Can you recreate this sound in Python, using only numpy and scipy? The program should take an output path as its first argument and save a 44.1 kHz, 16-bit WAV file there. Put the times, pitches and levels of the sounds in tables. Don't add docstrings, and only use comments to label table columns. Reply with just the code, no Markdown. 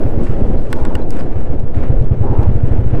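import sys
import numpy as np
from scipy import signal
from scipy.fft import rfft, irfft
from scipy.io import wavfile
from scipy.ndimage import uniform_filter1d, minimum_filter1d

SR = 44100
rng = np.random.default_rng(int(sys.argv[2]) if len(sys.argv) > 2 else 0)


def to_wav(s):
    ch = np.atleast_2d(s).T
    pcm = np.round(np.clip(ch, -1, 1) * 32767)
    wavfile.write(sys.argv[1], SR, pcm.astype(np.int16))


N = 132300

# time_s, level_db
WIND_LEVEL = [(0, -26), (.1, -22), (.19, -9.5), (.3, -18), (.44, -12), (.54, -11), (.64, -25), (1.0, -19),
              (1.3, -23), (1.57, -17), (1.7, -27), (1.88, -16), (1.98, -12), (2.08, -22), (2.45, -16),
              (2.7, -15), (3, -18)]
# time_s, level_db
ROLLING_LEVEL = [(.02, -19), (.1, -23), (.21, -19), (.28, -27.5), (.36, -22.5), (.46, -20.5), (.55, -20.5),
                 (.61, -26), (.78, -23), (1.0, -21.5), (1.1, -25.5), (1.2, -22.5), (1.45, -27.5),
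                 (1.54, -23), (1.62, -28.5), (1.71, -28.5), (1.81, -23.5), (2.0, -25), (2.18, -29),
                 (2.26, -21.5), (2.45, -22), (2.59, -26.5), (2.78, -20.5), (2.88, -30), (2.94, -22)]
# time_s, level_db
GRAVEL_LEVEL = [(.05, -47.5), (.19, -46.5), (.28, -39.5), (.36, -45.5), (.5, -47), (.68, -49.5),
                (.8, -43.5), (.92, -46), (1.06, -53.5), (1.2, -39), (1.26, -51), (1.38, -43), (1.5, -49),
                (1.69, -52.5), (1.77, -40.5), (1.83, -40), (1.93, -49.5), (2.16, -48.5), (2.28, -48.5),
                (2.44, -44), (2.58, -46.5), (2.76, -43.5), (2.89, -48), (2.95, -42.5)]
# start_s, level_db, decay_s
GRIT_SPRAYS = [(0, -59.5, .3), (.228, -52, .08), (.45, -64.5, 0.12), (.574, -60, 0.32), (.7, -52, 0.033),
               (.75, -58, 0.093), (1.11, -56, 0.1), (1.744, -60.5, 0.059)]
# time_s, level_db
SQUEAL_FADE = [(0, -63), (.18, -65), (.26, -78), (.35, -110)]
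# time_s, firing_rate_hz
FIRING_RATE = [(0, 8.19), (.35, 8.11), (.63, 7.25), (.85, 7.55), (1.35, 7.21), (1.83, 7.54), (2.05, 9.95),
               (2.45, 11.93), (3.0, 14.54)]
# time_s, gain_db
FIRING_STRENGTH = [(.05, -3), (.17, -3), (.42, -5), (.55, -4.5), (.7, -10), (1.1, -11), (1.36, -4.5),
                   (1.5, -9.5), (1.63, -8.5), (1.76, -4.5), (1.89, -0.5), (2.0, -3), (2.2, 3.5), (2.29, 4),
                   (2.47, 5.5), (2.56, 0), (2.7, 2.5), (2.82, -3), (2.93, 1)]
# pitch_hz, gain_db, t60_s
PIPE_MODES = [(56, -2.5, 0.094), (91.2, 4.5, 0.057), (120.8, -3.5, 0.13)]
# cycle_share, gain_db
VALVE_CLACKS = [(.29, -30.5), (.38, -34)]
# start_s, level_db, decay_s
FRAME_THUDS = [(.155, -16, .025), (.205, -9, 0.026), (0.391, -9.5, 0.028), (.485, -13, 0.018),
               (.75, -19.5, 0.019), (2.23, -18, .03)]
# start_s, pitch_hz, level_db, decay_s
METALLIC_CHINKS = [(.232, 8000, -48, .008), (0.575, 4100, -43, 0.0046), (.668, 2580, -43, 0.0049),
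                   (0.953, 2860, -16, 0.0021), (1.016, 4000, -43, 0.0061), (1.199, 4950, -31, 0.0014),
                   (2.488, 8200, -58, .005), (2.631, 7400, -55, .003), (2.648, 7700, -55, .004),
                   (2.724, 7850, -52, 0.0045), (2.802, 8100, -59, .004), (2.872, 7700, -56, .003)]
# start_s, tick_db, knock_db
STONE_HITS = [(0.7283, -18.5, -16.5), (0.8514, -34, -24), (.953, -22, -22), (1.031, -51, -42),
              (1.1063, -24.5, -32), (1.1686, -38, -32.5), (1.191, -46, -32), (1.208, -55, -30.5),
              (1.217, -46, -48), (2.4183, -42, -50)]
# pitch_hz, relative_to_knock_db, t60_s
METAL_MODES = [(1066, -10.5, .045), (1450, -7, .045), (2070, -14.5, 0.019), (2680, -15, .016),
               (3160, -13.5, .014), (3570, -16, 0.02), (4000, -20.5, 0.017), (4750, -19, .013),
               (5420, -20, .013), (7750, -14, .008)]
# start_s, end_s, level_db
TYRE_SCRAPES = [(0.744, 1.03, -35), (2.22, 2.486, -32.5)]
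# start_s, peak_db, tilt_db_per_octave
PEBBLE_SNAPS = [(1.1958, -26, 3), (1.406, -33, 3), (1.597, -27, -2), (1.747, -30, -5), (1.837, -31, -5),
                (2.025, -31, -4.5), (2.4323, -22.5, -1)]

# frequency_hz, relative_density_db
WIND_SPECTRUM = [(6, -25), (15, -4), (25, -1), (40, -7), (80, -15), (130, -26.5), (250, -38), (600, -68)]
RUMBLE_SPECTRUM = [(25, -12), (60, 1), (100, 2), (160, 1.5), (270, 3), (380, -0.5), (510, -2), (750, -10.5),
                   (1100, -23), (2000, -34), (5000, -51.5)]
CRUNCH_SPECTRUM = [(300, -11), (900, 3), (1500, 2.5), (2200, -4), (2800, -7.5), (3500, -16), (4800, -23),
                   (6500, -28), (8000, -29.5), (11000, -36), (16000, -41)]
GRIT_SPECTRUM = [(1000, -7), (3000, 0.5), (5000, -0.5), (6500, -4), (8100, -2.5), (10000, -8), (13000, -15),
                 (16000, -21)]
SQUEAL_SPECTRUM = [(11800, -21.5), (12750, -3), (13300, -5.5), (14400, -21)]
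DRONE_SPECTRUM = [(32, -23.5), (50, -5), (75, 4.5), (120, 0.5), (150, -6), (260, -25)]
PUFF_SPECTRUM = [(50, -1), (110, 2.5), (190, 6), (300, -3.5), (480, -9.5), (900, -23), (2500, -38),
                 (5000, -62), (16000, -70)]
VALVE_SPECTRUM = [(250, 4), (500, 6.5), (800, -7.5), (1500, -18.5), (2800, -29.5), (4600, -40),
                  (6500, -41.5), (7900, -42.5), (10000, -60.5), (16000, -59)]
THUD_SPECTRUM = [(110, -17.5), (200, -0.5), (270, -1), (370, -5), (520, -16), (900, -32.5)]
TICK_SPECTRUM = [(1500, -7), (3000, 0.5), (4900, 0.5), (6300, -12.5), (7100, -4), (7800, 9.5), (8900, -3),
                 (10000, -5.5), (12500, -10), (15500, -14)]
KNOCK_SPECTRUM = [(400, -14), (850, -2), (1100, 3.5), (1270, -6), (1500, 2), (2200, -2), (2700, -8.5),
                  (4500, -15.5), (6500, -27)]
SCRAPE_SPECTRUM = [(600, -26.5), (800, 10.5), (950, 5), (1150, -4), (1400, -8.5), (2500, -39.5)]
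SNAP_SPECTRUM = [(1200, -2.5), (2500, 6.5), (4500, 1), (8000, -5), (16000, -10)]

FIRST_FIRING_S = .0407
GRAVEL_GRAINS_PER_S, GRAVEL_SPREAD_DB = 4000, 2.5


def undb(db):
    return 10 ** (np.asarray(db) / 20)


def curve(rows):
    return np.interp(np.arange(N) / SR, *np.array(rows).T)


def colour(x, spectrum):
    hz, db = np.array(spectrum, float).T
    f = np.maximum(np.arange(N // 2 + 1) * SR / N, 1)
    gain = undb(np.interp(np.log(f), np.log(hz), db))
    rolloff = np.minimum(f / hz[0], 1) ** 2 * np.minimum(hz[-1] / f, 1) ** 2
    y = irfft(rfft(x) * gain * rolloff, N)
    return y / y.std()


def noise(spectrum):
    return colour(rng.standard_normal(N), spectrum)


def drift(rate_hz):
    hold = int(SR / rate_hz)
    steps = np.repeat(rng.standard_normal(N // hold + 1), hold)
    y = uniform_filter1d(uniform_filter1d(steps, hold), hold)[:N]
    return y / y.std()


def grains(per_s, spread_db):
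    size = undb(spread_db * np.minimum(rng.exponential(size=N), 6))
    return (rng.random(N) < per_s / SR) * size * rng.choice([-1, 1], N)


def burst(start_s, rise_s, decay_s):
    age = np.maximum(np.arange(N) / SR - start_s, 0)
    return (1 - np.exp(-age / rise_s)) * np.exp(-age / decay_s)


def cycle_times(share):
    t = np.arange(N) / SR
    cycles = np.cumsum(curve(FIRING_RATE)) / SR
    cycles -= np.interp(FIRST_FIRING_S, t, cycles)
    return np.interp(np.arange(share, cycles[-1]), cycles, t)


def wind():
    sway_hz = 6.4 * (1 + .362 * drift(rate_hz=14))
    sway = np.sin(2 * np.pi * np.cumsum(sway_hz) / SR)
    return noise(WIND_SPECTRUM) * undb(curve(WIND_LEVEL)) + undb(-5) * sway


def tyre_rumble():
    return noise(RUMBLE_SPECTRUM) * undb(curve(ROLLING_LEVEL))


def gravel_crunch():
    crunch = colour(grains(GRAVEL_GRAINS_PER_S, GRAVEL_SPREAD_DB), CRUNCH_SPECTRUM)
    flutter_db = 2.4 * drift(rate_hz=180)
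    return crunch * undb(curve(GRAVEL_LEVEL) + flutter_db)


def grit_sprays():
    sprays = sum(undb(db) * burst(start, .0024, decay) for start, db, decay in GRIT_SPRAYS)
    return sprays * colour(grains(per_s=3000, spread_db=1), GRIT_SPECTRUM)


def squeal():
    return noise(SQUEAL_SPECTRUM) * undb(curve(SQUEAL_FADE))


def pipe_drone():
    return noise(DRONE_SPECTRUM) * undb(-26.5 + .45 * curve(FIRING_STRENGTH))


def exhaust():
    attack_s, puff_decay_s, puff_db = .009, .017, -12
    scatter_db, pitch_scatter, length_scatter = 1.3, .055, .15
    t = np.arange(N) / SR
    thumps, gas = np.zeros(N), np.zeros(N)
    for start in cycle_times(0):
        strength = undb(np.interp(start, *np.array(FIRING_STRENGTH).T) + rng.normal(0, scatter_db))
        tuning = rng.normal(1, pitch_scatter)
        stretch = np.exp(rng.normal(0, length_scatter))
        for k, (hz, db, t60) in enumerate(PIPE_MODES):
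            ring = np.sin(2 * np.pi * hz * tuning * (t - start))
            envelope = burst(start, attack_s, t60 * stretch / np.log(1000))
            thumps -= (-1) ** k * strength * undb(db) * ring * envelope
        gas += strength * burst(start + attack_s / 2, attack_s, puff_decay_s)
    return thumps + undb(puff_db) * gas * noise(PUFF_SPECTRUM)


def valves():
    db_per_hz, reference_hz = -.36, 11.7
    clacks = sum(undb(db + rng.standard_normal()) * burst(start, rise_s=.00026, decay_s=.014)
                 for share, db in VALVE_CLACKS for start in cycle_times(share))
    return clacks * noise(VALVE_SPECTRUM) * undb(db_per_hz * (curve(FIRING_RATE) - reference_hz))


def frame_thuds():
    jolts = sum(undb(db) * burst(start, .0093, decay) for start, db, decay in FRAME_THUDS)
    return jolts * noise(THUD_SPECTRUM)


def metallic_chinks():
    t = np.arange(N) / SR
    return sum(undb(db) * burst(start, .00069, decay) * np.sin(2 * np.pi * hz * t)
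               for start, hz, db, decay in METALLIC_CHINKS)


def stone_hits():
    t = np.arange(N) / SR
    ticks, knocks, ring = np.zeros((3, N))
    for start, tick_db, knock_db in STONE_HITS:
        ticks += undb(tick_db) * burst(start, rise_s=.0001, decay_s=.001)
        knocks += undb(knock_db) * burst(start, rise_s=.00045, decay_s=.003)
        ringing = (t >= start) & (t < start + .1)
        age = t[ringing] - start
        tuning = rng.normal(1, .025)
        for hz, db, t60 in METAL_MODES:
            mode = np.sin(2 * np.pi * hz * tuning * age) * np.exp(-np.log(1000) * age / t60)
            ring[ringing] += undb(knock_db + db + rng.standard_normal()) * mode
    return ticks * noise(TICK_SPECTRUM) + knocks * noise(KNOCK_SPECTRUM) + ring


def tyre_scrapes():
    fade_s = .017
    t = np.arange(N) / SR
    envelope = sum(undb(db) * np.clip(np.minimum(t - start, end - t) / fade_s, 0, 1)
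                   for start, end, db in TYRE_SCRAPES)
    return envelope * colour(grains(GRAVEL_GRAINS_PER_S, GRAVEL_SPREAD_DB), SCRAPE_SPECTRUM)


def pebble_snaps():
    snaps = np.zeros(N)
    for start, peak_db, tilt in PEBBLE_SNAPS:
        spectrum = [(hz, db + tilt * np.log2(hz)) for hz, db in SNAP_SPECTRUM]
        snap = colour(signal.unit_impulse(N, int(start * SR)), spectrum)
        snaps += undb(peak_db) * snap / snap.max()
    return snaps


def scene():
    engine = exhaust() + pipe_drone() + valves()
    track = tyre_rumble() + frame_thuds() + gravel_crunch() + tyre_scrapes() + grit_sprays()
    strikes = stone_hits() + pebble_snaps() + metallic_chinks()
    return (engine + track + strikes + squeal() + wind())[None]


def record(dry):
    ceiling, smoothing_s, top_hz = .99, .008, 16300
    span = int(smoothing_s * SR)
    needed_gain = np.minimum(1, ceiling / (np.abs(dry) + 1e-9))
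    held_gain = minimum_filter1d(needed_gain, 2 * span)
    gain = uniform_filter1d(uniform_filter1d(held_gain, span), span)
    lowpass = signal.ellip(8, .2, 70, top_hz, fs=SR, output="sos")
    return signal.sosfilt(lowpass, dry * gain)


dry = scene()
out = record(dry)
to_wav(out)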